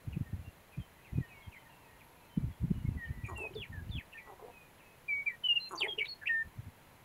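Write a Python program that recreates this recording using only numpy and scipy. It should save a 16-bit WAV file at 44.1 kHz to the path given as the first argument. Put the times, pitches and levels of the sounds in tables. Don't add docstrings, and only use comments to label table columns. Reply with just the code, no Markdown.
import sys
import numpy as np
from scipy import signal
from scipy.fft import rfft, irfft
from scipy.io import wavfile
from scipy.ndimage import uniform_filter1d

SR = 44100
rng = np.random.default_rng(int(sys.argv[2]) if len(sys.argv) > 2 else 0)


def store_pcm(level_fs):
    pcm = np.round(np.clip(level_fs, -1, 1) * 32767).astype(np.int16)
    wavfile.write(sys.argv[1], SR, np.atleast_2d(pcm).T)


N = 310464
TIME = np.arange(N) / SR

# t/s, time stretch, pitch ratio, throat resonance ratio,
# syllable gain/dB, coo gain/dB, squeak gain/dB
GOBBLES = [(3.279, 0.99, 1.02, 0.93, -1.5, 1, 2), (4.262, 1.27, 1.15, 0.83, -7.5, -27, -27),
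           (5.706, .975, 1.0, .98, 1, -2.5, 5)]
# t/s into it, length/s, start f/Hz, end f/Hz,
# throat resonance f/Hz, air sac level/dB, throat level/dB, roughness 0-1
SYLLABLES = [(0, 0.0664, 398.4, 306.7, 1067, -52, -46.5, 0.31),
             (.1, .034, 433.6, 412, 870, -52.5, -47, 0.28), (.122, .042, 320, 470, 674, -42.5, -53, 0.13),
             (.153, 0.045, 434.3, 415, 740, -47, -46, .35)]
# t/s into it, length/s, f/Hz, air sac level/dB
COOS = [(0.228, 0.022, 357, -48.5), (0.276, 0.023, 429, -39)]
# t/s into it, half length/s, level/dB, top f/Hz
SQUEAKS = [(-.01, 0.0053, -65, 6830), (0.018, 0.0068, -61.5, 6960), (0.101, .0035, -56.5, 7600),
           (.143, 0.0072, -64.5, 8870)]
# t/s, length/s, start f/Hz, end f/Hz, bend (1 glides evenly, more settles early),
# level/dB, loudest point 0-1, rasp 0-1
LARK_NOTES = [(3.235, 0.053, 2490, 2270, 0.77, -46.5, 0.48, 0.37),
              (3.352, 0.13, 2810, 2454, 0.93, -42, 0.69, 0.03),
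              (3.717, 0.096, 1870, 1630, 1.32, -50, 0.26, 0.15),
              (4.118, 0.033, 2750, 2635, 1.07, -51, 0.7, 0.53),
              (4.138, 0.051, 1846, 1810, 2.3, -51.5, .5, 0.08),
              (4.167, 0.046, 2437, 2300, 1, -48.5, .45, 0.42),
              (5.078, 0.14, 2470, 2255, 5.3, -32.5, 0.25, 0), (5.209, 0.026, 2262, 2250, 1, -44, .3, 0.04),
              (5.257, .036, 2422, 2262, 1.03, -27.5, 0.77, 0), (5.283, .078, 2262, 1884, 3.5, -40, 0, 0.15),
              (5.433, 0.046, 3032, 2950, 0.9, -29, 0.7, 0), (5.479, 0.055, 2925, 2778, 1.13, -25, 0.47, 0),
              (5.549, 0.037, 2940, 2673, 0.75, -26.5, 0.68, 0),
              (5.593, 0.1, 4103, 4145, 3.2, -45.5, 0.4, 0.03),
              (5.747, 0.024, 6400, 6200, 0.74, -49.5, 0.7, 0.39),
              (5.772, 0.029, 4690, 4560, 0.96, -38.5, .3, 0.17),
              (5.793, .082, 4065, 1838, 1.7, -28.5, 0.44, 0.31),
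              (5.875, .066, 3386, 3217, 2.46, -38, 0.32, 0.05),
              (5.975, 0.031, 2868, 2838, 1.04, -32.5, 0.46, 0.41),
              (5.998, 0.037, 2282, 2283, 0.85, -31.5, 0.64, 0.24),
              (6.03, 0.04, 2280, 2270, 0.88, -42, 0.74, 0.04), (6.04, 0.044, 4060, 3590, 1, -48.5, .6, .4),
              (6.052, .02, 2744, 2517, 1.5, -36.5, 0.25, 0.9),
              (6.076, 0.068, 4386, 4304, 1.3, -42.5, 0.4, 0.03),
              (6.21, 0.046, 1810, 1594, 1, -46.5, .6, .4), (6.252, .037, 1856, 2703, 2.2, -31, .62, 0.46),
              (6.283, .15, 1906, 1804, 5.5, -30, 0.19, 0)]
# t/s into the call, f/Hz, level/dB, rasp 0-1
TSEE_EW = [(0, 2400, -64, .7), (.007, 3890, -60, 0.74), (.013, 5150, -74, 0.65), (0.022, 3680, -57.5, 0.1),
           (0.039, 3506, -51, 0), (.074, 3320, -50.5, 0.23), (.095, 2590, -46, .3),
           (0.109, 2214, -53.5, .3), (.121, 1820, -54, .2), (.132, 1690, -74, .2)]
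TSEE_EW_STARTS = [3.536, 3.891]
# t/s, length/s, start f/Hz, end f/Hz, level/dB before the gain in scene()
FAR_WHISTLES = [(0.125, 0.033, 2900, 2480, -60), (0.235, 0.11, 1880, 1823, -69.5),
                (0.44, 0.07, 2760, 2757, -70), (0.717, 0.055, 2710, 2380, -66.5),
                (0.786, 0.078, 3380, 3080, -70), (1.044, 0.072, 2900, 1987, -65),
                (1.144, 0.064, 2534, 2460, -64.5), (1.204, 0.07, 2020, 1813, -63),
                (1.286, 0.061, 2650, 2500, -65), (1.297, 0.19, 2373, 2157, -66.5),
                (1.421, 0.067, 3410, 3160, -69), (1.514, 0.08, 3020, 2016, -63),
                (1.655, 0.035, 1856, 1817, -65.5), (1.67, 0.16, 2920, 2720, -75),
                (1.869, 0.16, 1878, 1880, -72.5), (1.98, 0.22, 12100, 11100, -82),
                (1.989, 0.046, 3400, 2220, -68), (2.292, 0.095, 3120, 3050, -74),
                (2.506, 0.054, 3500, 3300, -76.5), (2.852, 0.034, 2160, 2160, -63.5),
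                (2.972, 0.12, 1998, 1819, -51.5), (3.044, 0.038, 3280, 2920, -69.5),
                (3.108, 0.28, 2020, 1904, -65), (4.181, 0.14, 1967, 1953, -65.5),
                (4.502, 0.19, 2636, 2450, -68), (4.782, 0.06, 3380, 2250, -70),
                (4.829, 0.14, 2610, 2550, -73), (5.644, 0.037, 2880, 2670, -57.5)]
# t/s, peak level/dB
EDDIES = [(0.082, -33.5), (0.172, -29.5), (0.211, -29.5), (0.337, -32), (0.481, -41), (0.785, -33.5),
          (1.16, -32), (1.184, -24.5), (1.207, -31.5), (1.482, -41), (2.379, -23.5), (2.444, -30),
          (2.64, -29), (2.652, -31.5), (2.713, -23), (2.851, -29.5), (2.887, -24.5), (3.107, -32),
          (3.244, -33.5), (3.708, -39.5), (3.902, -33.5), (3.95, -34.5), (6.595, -38)]
# start t/s, end t/s, nominal level/dB
GUSTS = [(0.046, 0.463, -43), (0.778, 0.815, -31.5), (1.123, 1.223, -36.5), (2.372, 2.52, -37),
         (2.607, 3.001, -37), (3.03, 3.356, -44), (3.357, 3.674, -50), (3.696, 3.99, -41),
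         (6.452, 6.501, -50.5), (6.557, 6.69, -46)]
# f/Hz, relative level/dB
GUST_SPECTRUM = [(20, -9), (85, 2.5), (150, -5.5), (250, -12.5), (400, -31.5), (1200, -88)]
# f/Hz, relative level/dB
AIR_SPECTRUM = [(20, -4), (130, 0.5), (250, -6.5), (700, -7.5), (1000, -10), (1700, -19), (3700, -70.5)]
# f/Hz, relative level/dB
HISS_SPECTRUM = [(700, -22), (1400, -8.5), (2000, -5.5), (2700, -9.5), (5300, -21), (7000, -19),
                 (8600, -22.5), (10800, -15), (15500, -20)]
# t/s, level/dB
DRONE_LEVELS = [(0, -89), (.9, -76), (1.6, -67.5), (2.6, -72.5), (7, -71.5)]
# delay/s, level/dB
GROUND_ECHOES = [(.0075, -18), (.021, -18), (0.031, -28)]


def grouse_gobbles(half_tone_db=-4.0, throat_fall_octaves=0.64, sag_db=10):
    out, jitter, shake = np.zeros(N), wobble(120), wobble(193)
    halves = np.arange(3, 12)[:, None]
    for s, length, start_hz, end_hz, throat_hz, sac_db, throat_db, rough in gobble_syllables():
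        on, along = stretch(s, length)
        pitch = start_hz + (end_hz - start_hz) * along
        phase = phase_of(pitch * (1 + 0.1 * rough * jitter[on]))
        centre_hz = throat_hz * 2 ** (throat_fall_octaves * (.5 - along))
        weights = resonance(halves / 2 * pitch, centre_hz, width_hz=690) ** 2
        weights *= from_db(half_tone_db * (halves % 2))
        throat = np.sum(weights * np.sin(halves / 2 * phase), axis=0) / np.linalg.norm(weights, axis=0)
        rattle = (1 + 1.65 * rough * shake[on]) / np.sqrt(1 + rough ** 2)
        swell = from_db(-sag_db * abs(along - .5))
        gain = np.sqrt(2) * rattle * swell * envelope(along, length, attack_s=0.006, release_s=0.012)
        out[on] += gain * (from_db(sac_db) * np.sin(phase) + from_db(throat_db) * throat)
    return out


def gobble_syllables(coo_throat_db=-69, coo_rough=0.14):
    for s, slow, ratio, throat_ratio, gain_db, coo_db, _ in GOBBLES:
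        for after, length, start_hz, end_hz, throat_hz, sac_db, throat_db, rough in SYLLABLES:
            yield (s + slow * after, slow * length, ratio * start_hz, ratio * end_hz,
                   throat_ratio * throat_hz, sac_db + gain_db, throat_db + gain_db, rough)
        for after, length, hz, sac_db in COOS:
            yield (s + slow * after, slow * length, ratio * hz, ratio * hz,
                   2 * hz, sac_db + coo_db, coo_throat_db + coo_db, coo_rough)


def grouse_squeaks():
    hiss = shaped_noise(lambda hz: resonance(hz, centre_hz=9600, width_hz=7000) ** 3 * (hz > 4500))
    hiss *= from_db(-4) * (1 + .5 * wobble(300))
    out, unsteady = np.zeros(N), wobble(1500)
    for s, slow, *_, gain_db in GOBBLES:
        for after, half_s, db, hz in SQUEAKS:
            on, bump = bell_curve(s + slow * after, half_s, reach=4)
            whistle = np.sin(phase_of(hz * (1 + 0.033 * (bump - 1) + 0.016 * unsteady[on])))
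            out[on] += from_db(db + gain_db) * bump * (whistle + hiss[on])
    return out


def lark(notes, buzz_hz, depth, flutter_db, sag_db=5, slur_db_per_octave=24):
    out = np.zeros(N)
    for side in range(2):
        hz, gain, rasp = np.zeros((3, N))
        for s, length, start_hz, end_hz, bend, db, loudest, note_rasp in notes[side::2]:
            on, along = stretch(s, length)
            hz[on] = end_hz + (start_hz - end_hz) * (1 - along) ** bend
            octaves_off = abs(np.log2(hz[on] / np.interp(loudest, along, hz[on])))
            loss_db = sag_db * abs(along - loudest) + slur_db_per_octave * octaves_off
            gain[on] = from_db(db - loss_db) * envelope(along, length, attack_s=0.015, release_s=0.013)
            rasp[on] = note_rasp
        out += gain * syrinx(hz, rasp, buzz_hz, depth, flutter_db, overtone_db=-46)
    return out


def syrinx(hz, rasp, buzz_hz, depth, flutter_db, overtone_db, rasp_brightens_db=16):
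    buzz = np.sin(phase_of(buzz_hz * (1 + 0.22 * wobble(40))))
    phase = phase_of(hz * (1 + depth * rasp * (buzz + wobble(500)) + 0.002 * wobble(67)))
    shake = from_db(flutter_db * np.sqrt(np.clip(rasp, 0, 1)) * (np.tanh(wobble(180)) - rasp / 2))
    mid_range = np.interp(hz, [1900, 2200, 3400, 3800], [0, 1, 1, 0])
    overtones = np.sin(2 * phase) + .6 * mid_range * (np.sin(3 * phase) + np.sin(4 * phase))
    brightness = from_db(overtone_db + rasp_brightens_db * rasp)
    return np.sqrt(2) * shake * (np.sin(phase) + brightness * overtones)


def lark_tsee_ews():
    after, call_hz, call_db, call_rasp = np.transpose(TSEE_EW)
    hz, gain, rasp = np.zeros((3, N))
    for s in TSEE_EW_STARTS:
        on, _ = stretch(s, after[-1])
        for track, course in (hz, call_hz), (gain, from_db(call_db)), (rasp, call_rasp):
            track[on] = np.interp(TIME[on] - s, after, course)
    return gain * syrinx(hz, rasp, buzz_hz=140, depth=0.071, flutter_db=11, overtone_db=-50)


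def far_birds(whistles, count=3):
    out = np.zeros(N)
    for bird in range(count):
        hz, gain, rasp = np.zeros((3, N))
        for s, length, start_hz, end_hz, db in whistles[bird::count]:
            on, along = stretch(s, length)
            hz[on] = end_hz + (start_hz - end_hz) * (1 - along) ** 2.3
            gain[on] = from_db(db) * np.sin(np.pi * along) ** 0.5
            rasp[on] = np.tanh(((start_hz - end_hz) / length / 8000) ** 2) / 2
        gain *= from_db(2.13 * wobble(30))
        out += gain * syrinx(hz, rasp, buzz_hz=138.3, depth=0.06, flutter_db=7.5, overtone_db=-43)
    return out


def chorus_whistles(count=18, from_s=.7, until_s=3.3, length_s=.1, db=-77.5):
    late, pitch = rng.random((count, 2)).T
    start_hz = 2000 * 1.75 ** pitch
    times = from_s + (np.arange(count) + late) / count * (until_s - from_s)
    return [(s, length_s, hz, .94 * hz, db) for s, hz in zip(times, start_hz)]


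def wind_on_microphone():
    out, uneven = np.zeros(N), np.tanh(wobble(212))
    turns = rng.random(size=300)
    for (s, db), turn in zip(EDDIES + small_eddies(), turns):
        hz = 116 * from_db(0.25 * (db + 31.5))
        on, bump = bell_curve(s, half_s=0.621 / hz, reach=5)
        swing = np.sin(phase_of(hz * (1 + 0.59 * uneven[on])) + 2 * np.pi * turn)
        out[on] += np.sqrt(2) * from_db(db) * bump * swing
    flow = sum(from_db(db) * ((TIME > start) & (TIME < end)) for start, end, db in GUSTS)
    flow = uniform_filter1d(flow, size=1000)
    out += flow * from_db(8 * np.tanh(wobble(18)) - 5) * coloured(GUST_SPECTRUM)
    return signal.sosfilt(signal.butter(2, 35, "high", fs=SR, output="sos"), out)


def small_eddies(per_s=14, slot_s=1 / 40, over_gust_db=0.5, spread_db=8):
    slots = np.arange(0, TIME[-1], slot_s)
    chance, late, size = rng.random((len(slots), 3)).T
    return [(s + late[k] * slot_s, gust_db + over_gust_db + spread_db * (size[k] - .5))
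            for start, end, gust_db in GUSTS for k, s in enumerate(slots)
            if start < s < end - slot_s and chance[k] < per_s * slot_s]


def hush():
    air = from_db(-62) * coloured(AIR_SPECTRUM)
    hiss = from_db(-65) * coloured(HISS_SPECTRUM)
    drone = shaped_noise(lambda hz: resonance(hz, centre_hz=938, width_hz=170))
    drone *= from_db(np.interp(TIME, *np.transpose(DRONE_LEVELS)))
    trill = shaped_noise(lambda hz: resonance(hz, centre_hz=4060, width_hz=170))
    throb = (.5 + .5 * np.sin(phase_of(23.5 + wobble(2)))) ** 2
    return air + hiss + drone + from_db(-78) * throb * trill


def prairie(direct, scatter_db, t60_s):
    t = TIME[:SR // 2]
    tail = rng.standard_normal(len(t)) * from_db(-60 * t / t60_s) * (1 - np.exp(-t / 0.011))
    scatter = signal.fftconvolve(direct, tail / np.linalg.norm(tail))[:N]
    echoes = sum(from_db(db) * np.interp(TIME - s, TIME, direct, left=0) for s, db in GROUND_ECHOES)
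    return direct + echoes + from_db(scatter_db) * scatter


def from_db(db):
    return 10 ** (np.asarray(db) / 20)


def shaped_noise(gain_at):
    hz = np.arange(N // 2 + 1) * SR / N + 1e-6
    noise = irfft(rfft(rng.standard_normal(N)) * gain_at(hz), N)
    return noise / np.sqrt(np.mean(noise ** 2) + 1e-20)


def coloured(spectrum):
    at, db = np.transpose(spectrum)
    return shaped_noise(lambda hz: from_db(np.interp(np.log(hz), np.log(at), db)))


def wobble(rate_hz):
    return shaped_noise(lambda hz: 1 / (1 + (hz / rate_hz) ** 4))


def resonance(hz, centre_hz, width_hz):
    return 1 / (1 + (2 * (hz - centre_hz) / width_hz) ** 2)


def phase_of(hz):
    return 2 * np.pi * np.cumsum(hz) / SR


def stretch(s, length):
    on = np.flatnonzero((TIME > s) & (TIME < s + length))
    return on, (TIME[on] - s) / length


def bell_curve(s, half_s, reach):
    on = abs(TIME - s) < reach * half_s
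    return on, np.exp(-.5 * ((TIME[on] - s) / half_s) ** 2)


def envelope(along, length, attack_s, release_s):
    rise, fall = np.clip([along * length / attack_s, (1 - along) * length / release_s], 0, 1)
    return np.sin(np.pi / 2 * rise) ** 2 * np.sin(np.pi / 2 * fall)


def scene():
    handover_s = 5.0
    near = lark([n for n in LARK_NOTES if n[0] >= handover_s], buzz_hz=150, depth=0.093, flutter_db=8.5)
    further = lark([n for n in LARK_NOTES if n[0] < handover_s], buzz_hz=140, depth=.07, flutter_db=8)
    grouse = grouse_gobbles() + grouse_squeaks()
    birds = prairie(near, scatter_db=-17, t60_s=.15)
    birds += prairie(further + lark_tsee_ews(), scatter_db=-11, t60_s=.13)
    distant = far_birds(FAR_WHISTLES) + far_birds(chorus_whistles())
    birds += from_db(5.0) * prairie(distant, scatter_db=-11.5, t60_s=0.39)
    birds += prairie(grouse, scatter_db=-9, t60_s=.2)
    return (birds + wind_on_microphone() + hush())[None]


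def record(dry):
    cutoff_hz = 15720
    return signal.sosfilt(signal.ellip(12, .1, 70, cutoff_hz, fs=SR, output="sos"), dry)


dry = scene()
out = record(dry)
store_pcm(out)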